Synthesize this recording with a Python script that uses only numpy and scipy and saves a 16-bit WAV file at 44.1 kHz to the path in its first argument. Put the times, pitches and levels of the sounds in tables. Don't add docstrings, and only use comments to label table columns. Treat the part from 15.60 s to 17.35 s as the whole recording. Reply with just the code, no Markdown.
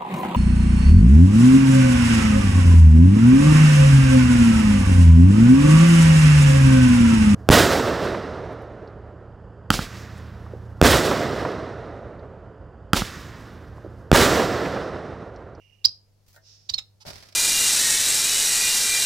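import sys
import numpy as np
from scipy import signal
from scipy.fft import rfft, irfft
from scipy.io import wavfile

SR = 44100
rng = np.random.default_rng(int(sys.argv[2]) if len(sys.argv) > 2 else 0)


def generate_wav(signal):
    frames = np.transpose(np.atleast_2d(signal))
    scaled = np.clip(frames, -1, 1) * 32767
    pcm = np.round(scaled).astype(np.int16)
    wavfile.write(sys.argv[1], SR, pcm)


N = 77175

# t/s, length/s, loudest point/share of length, start f/Hz, end f/Hz, level/dB,
# rasp/0-1, rasp rate/Hz, pan/dB
CHIPS = [(0.244, 0.018, 0.62, 3840, 5032, -7, 0.26, 700, -8.5),
         (1.0913, .0140, 0.46, 3575, 4624, -23, 0.77, 950, -8.5),
         (1.1361, 0.013, 0.55, 3766, 4372, -17, 0.36, 1089, -10.5),
         (1.18, .0160, 0.31, 3753, 3870, -23.5, 0.73, 1333, -6)]
# f/Hz, level/dB
BREATH_COLOUR = [(100, -33), (620, -19.5), (950, -12.5), (1300, -18.5), (2000, -14.5), (3200, -3),
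                 (5200, -1), (7200, -9.5), (10500, -29.5), (15000, -23)]
# f/Hz, level/dB
THROAT_COLOUR = [(400, -28), (850, 1), (1300, -8.5), (1800, -11), (3000, -2.5), (4400, 1.5), (5200, 6),
                 (7000, -9), (15000, -23)]
# t/s, level/dB, centre of the push f/Hz, rise/s
FOOTFALLS = [(0.741, -60, 1480, 0.0069), (0.761, -49, 1370, 0.0028), (0.775, -50, 1540, 0.002),
             (1.45, -44, 617, 0.0029), (1.47, -47.5, 900, 0.0028), (1.484, -45.5, 920, 0.0082),
             (1.507, -49.5, 710, 0.0041), (1.535, -57, 2220, 0.0025), (1.56, -61, 2620, .003),
             (1.629, -66, 900, 0.0055)]
# f/Hz, level/dB, time to die away by 60 dB/s
SWING_NOTES = [(470, -2, 0.074), (587, 1.5, 0.046), (652.3, -6.5, 0.23), (737, -2, 0.037),
               (925, -11, 0.071), (1394, -4, 0.042), (1528, -1.5, .06), (1710, -14, 0.16),
               (1850, -9.5, 0.12), (2080, -12.5, 0.1), (3660, -18, .15), (5044, -13, 0.16),
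               (5550, -17, 0.13)]
# t/s, level/dB, fade/s, pan/dB
SCRAPES = [(1.45, -48.5, 0.041, -2), (1.463, -40.5, 0.024, -5), (1.477, -42, 0.014, 4),
           (1.5, -40.5, 0.0064, -5), (1.527, -48.5, 0.036, -11.5), (1.553, -45, 0.0085, 3),
           (1.577, -49.5, .016, 3), (1.601, -52, 0.015, 1), (1.623, -46.5, 0.016, -3.5),
           (1.652, -56.5, 0.066, -2), (1.684, -50, 0.0067, -4.5), (1.722, -48.5, 0.0042, -6)]
# f/Hz, level/dB
SCRAPE_COLOUR = [(120, -5), (200, -5.5), (232, -1.5), (328, -12.5), (360, -3), (538, -7), (683, -2.5),
                 (836, -9), (2170, -7), (3020, -10), (5230, -2.5), (6880, -15), (16000, -23.5)]
# t/s, level/dB, fade/s
SHUDDERS = [(0.253, -49, 0.04), (0.667, -56.5, 0.026), (1.107, -48.5, 0.082), (1.457, -42.5, 0.058)]
# f/Hz, level/dB
SHUDDER_COLOUR = [(20, -12.5), (50, -7.5), (92, 3.5), (120, -15.5), (150, -11.5), (200, -20.5),
                  (240, -20.5), (330, -26.5), (1000, -40.5)]
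# t/s, level/dB, fade/s
FLICKS = [(.661, -63.5, 0.014), (0.678, -57.5, 0.027), (0.703, -69, .02), (0.727, -61.5, 0.022),
          (.738, -62, 0.03), (0.759, -55, 0.0073), (.777, -73, 0.0045)]
# f/Hz, level/dB
FLICK_COLOUR = [(300, -4.5), (1500, -2), (3000, -1.5), (5200, 5), (7500, -1), (10500, -4.5), (15000, -0.5)]
# t/s, level/dB
HISS_SWELL = [(.81, -78), (.845, -61.5), (.875, -53), (.945, -55), (1.0, -61), (1.08, -64.5), (1.15, -73)]
# f/Hz, level/dB
HISS_COLOUR = [(880, -31), (1500, -21.5), (2280, -20.5), (2700, -14.5), (3170, -17), (3450, -10.5),
               (4480, -7.5), (5300, 2.5), (8770, -30), (14000, -33)]
# t/s, level/dB
WHISTLE_SWELL = [(0, -68.5), (.03, -62.5), (.06, -65.5), (.09, -66.5), (.145, -64.5), (.175, -70.5),
                 (.225, -73.5), (.26, -81)]
# f/Hz, level/dB
HUM_TONES = [(100, -62.5), (149.5, -78), (199, -81)]
# f/Hz, level/dB
AIR_COLOUR = [(12, -37.5), (20, -2.5), (49, -11), (104, -11.5), (255, -24.5), (499, -21.5), (1480, -35.5),
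              (3630, -36), (4810, -31.5), (8890, -41), (12400, -39.5), (13500, -43), (16000, -44.5)]
# delay/s, left level/dB, right level/dB
WALL_ECHOES = [(.0105, -24.5, -21), (0.017, -28, -28), (.0255, -30.5, -33.5), (.036, -29.5, -25.5)]
# f/Hz, level/dB
ECHO_COLOUR = [(100, -12), (700, 2), (2500, -5.5), (4800, -6.5), (6500, -7.5), (10000, -10), (16000, -13.5)]

TOP_HZ = 15950


def chips():
    t, out = clock(), 0
    glide_middle, glide_width = .39, .17
    for start, length, crest, start_hz, end_hz, db, rasp, rasp_hz, pan_db in CHIPS:
        progress = np.clip((t - start) / length, 0, 1)
        skew = np.log(.5) / np.log(np.clip(crest, .2, .8))
        loudness = arch(progress ** skew) ** 1.14
        glide = (1 + np.tanh((progress - glide_middle) / glide_width)) / 2
        phase = wavering_phase(start_hz + (end_hz - start_hz) * glide, depth=.022, rate_hz=400)
        beat = wavering_phase(rasp_hz, depth=.09, rate_hz=400)
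        below = undb(-11) * np.sin(phase - beat)
        above = undb(-3) * np.sin(phase + beat) + undb(-16) * np.sin(phase + 2 * beat)
        tone = np.sin(phase) + rasp * (below + above) + undb(-44) * np.sin(2 * phase)
        tone *= undb(1.1 * wander(560))
        puff = arch((t - start + .0023) / (length + .006)) * (1 + rasp * np.cos(beat))
        breath = undb(-8.5) * rasp * puff * stereo_noise(BREATH_COLOUR, likeness=.1)
        out += undb(db) * (pan(pan_db) * loudness * tone + pan(pan_db / 2) * breath)
    return out


def soft_call():
    start_s, length_s, pitch_hz = 1.403, .034, 428
    phase = wavering_phase(pitch_hz, depth=.02, rate_hz=230)
    buzz = sum(np.cos(k * phase) for k in np.arange(1, TOP_HZ // pitch_hz))
    breath = undb(-3) * stereo_noise(THROAT_COLOUR, likeness=.25)
    loudness = np.sqrt(arch((clock() - start_s) / length_s))
    return undb(-53.5) * pan(-8) * loudness * (colour(buzz, THROAT_COLOUR) + breath)


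def swing_knocks():
    out, push_width_octaves = np.zeros((2, N)), .84
    for start, db, push_hz, rise in FOOTFALLS:
        for hz, note_db, ring_s in SWING_NOTES:
            weight = np.exp(-.5 * (np.log2(hz / push_hz) / push_width_octaves) ** 2)
            detuned_hz = hz * (1 + .012 * rng.standard_normal())
            phase = 2 * np.pi * (detuned_hz * clock() + rng.random())
            tone = np.sin(phase + .89 * rng.standard_normal((2, 1)))
            out += undb(db + note_db) * weight * burst(start, rise, ring_s / np.log(1000)) * tone
    return out


def scrapes():
    clicks_per_s, spread_db = 5600, 1.5
    size = undb(spread_db * np.minimum(rng.exponential(size=(3, N)), 4))
    clicks = rng.standard_normal((3, N)) * size * (rng.random((3, N)) < clicks_per_s / SR)
    pressure = sum(undb(db) * pan(side) * burst(start, .005, fade) for start, db, fade, side in SCRAPES)
    return pressure * colour(clicks[:2] + .44 * clicks[2], SCRAPE_COLOUR)


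def cage_thumps():
    shaking = sum(undb(db) * burst(start, .015, fade) for start, db, fade in SHUDDERS)
    shudder = shaking * stereo_noise(SHUDDER_COLOUR, likeness=.75)
    landing_s, board_hz = 1.462, 146.8
    thud = burst(landing_s, .0058, .031) * np.sin(2 * np.pi * board_hz * (clock() - landing_s))
    return shudder + undb(-44) * thud


def feathers():
    flicks = sum(undb(db) * burst(start, .0038, fade) for start, db, fade in FLICKS)
    rustle = flicks * stereo_noise(FLICK_COLOUR, likeness=.13) * undb(2.1 * wander(300))
    hiss = swell(HISS_SWELL) * stereo_noise(HISS_COLOUR, likeness=.17) * (clock() > HISS_SWELL[0][0])
    return pan(-.89) * rustle + pan(-5.5) * hiss


def far_whistle():
    def blurred_tone(hz, blur_hz):
        phase = 2 * np.pi * hz * clock()
        return unit(wander(blur_hz) * np.sin(phase) + wander(blur_hz) * np.cos(phase))
    pitch_hz = 2834
    whistle = blurred_tone(pitch_hz, 95)
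    haze = undb(-8.5) * blurred_tone(2600, 450)
    octave = undb(-15.5) * blurred_tone(2 * pitch_hz, 480)
    return pan(-13) * swell(WHISTLE_SWELL) * (whistle + haze + octave)


def hum_and_air():
    hum = 0
    for hz, db in HUM_TONES:
        hum += undb(db + wander(5.3)) * np.sqrt(2) * np.sin(2 * np.pi * (hz * clock() + rng.random()))
    return hum + undb(-66.5) * stereo_noise(AIR_COLOUR, likeness=.29)


def room(sound):
    def echoes(source, db, ring_s):
        tail = stereo_noise(ECHO_COLOUR, likeness=.067) * burst(.00086, .00067, ring_s / np.log(1000))
        tail /= np.sqrt(np.sum(tail ** 2, axis=1, keepdims=True))
        return undb(db) * signal.fftconvolve(source, tail, axes=1)[:, :N]
    mono = sound.mean(axis=0)
    walls = sum(undb([[left], [right]]) * np.pad(mono, (int(delay * SR), 0))[:N]
                for delay, left, right in WALL_ECHOES)
    cage = echoes(sound, db=-15, ring_s=.1)
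    return sound + walls + cage + echoes(mono[None], db=-18, ring_s=.27)


def from_right(sound, lag_s=.00022):
    delay = np.exp(-2j * np.pi * np.fft.rfftfreq(N, 1 / SR) * lag_s)
    return np.array([irfft(rfft(sound[0]) * delay, N), sound[1]])


def undb(db):
    return 10 ** (np.asarray(db) / 20)


def unit(x):
    return x / (np.sqrt(np.mean(x ** 2)) + 1e-12)


def clock():
    return np.arange(N) / SR


def colour(sound, curve):
    hz, db = np.array(curve, float).T
    gain = undb(np.interp(np.log(np.fft.rfftfreq(N, 1 / SR) + 1e-6), np.log(hz), db))
    return unit(irfft(rfft(sound) * gain, N))


def stereo_noise(curve, likeness):
    noise = rng.standard_normal((3, N))
    return colour(np.sqrt(likeness) * noise[2] + np.sqrt(1 - likeness) * noise[:2], curve)


def wander(rate_hz):
    smoothing = np.exp(-.5 * (np.fft.rfftfreq(N, 1 / SR) / rate_hz) ** 2)
    return unit(irfft(rfft(rng.standard_normal(N)) * smoothing, N))


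def wavering_phase(hz, depth, rate_hz):
    return 2 * np.pi * np.cumsum(hz * (1 + depth * wander(rate_hz))) / SR


def pan(db):
    return undb(np.array([[db], [-db]]) / 2)


def arch(progress):
    return np.abs(np.sin(np.pi * np.clip(progress, 0, 1)))


def burst(start, rise, fade):
    age = clock() - start
    return np.clip(age / rise, 0, 1) * np.exp(-np.maximum(age - rise, 0) / fade)


def swell(points):
    times, db = np.array(points, float).T
    return undb(np.interp(clock(), times, db)) * (clock() < times[-1])


def scene():
    finch = from_right(chips() + soft_call()) + feathers() + scrapes() + swing_knocks()
    return room(finch) + far_whistle() + cage_thumps() + hum_and_air()


def record(dry):
    ceiling = .8
    treble_cut = signal.ellip(10, .2, 90, TOP_HZ, fs=SR, output="sos")
    return signal.sosfilt(treble_cut, np.clip(dry, -ceiling, ceiling))


dry = scene()
out = record(dry)
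generate_wav(out)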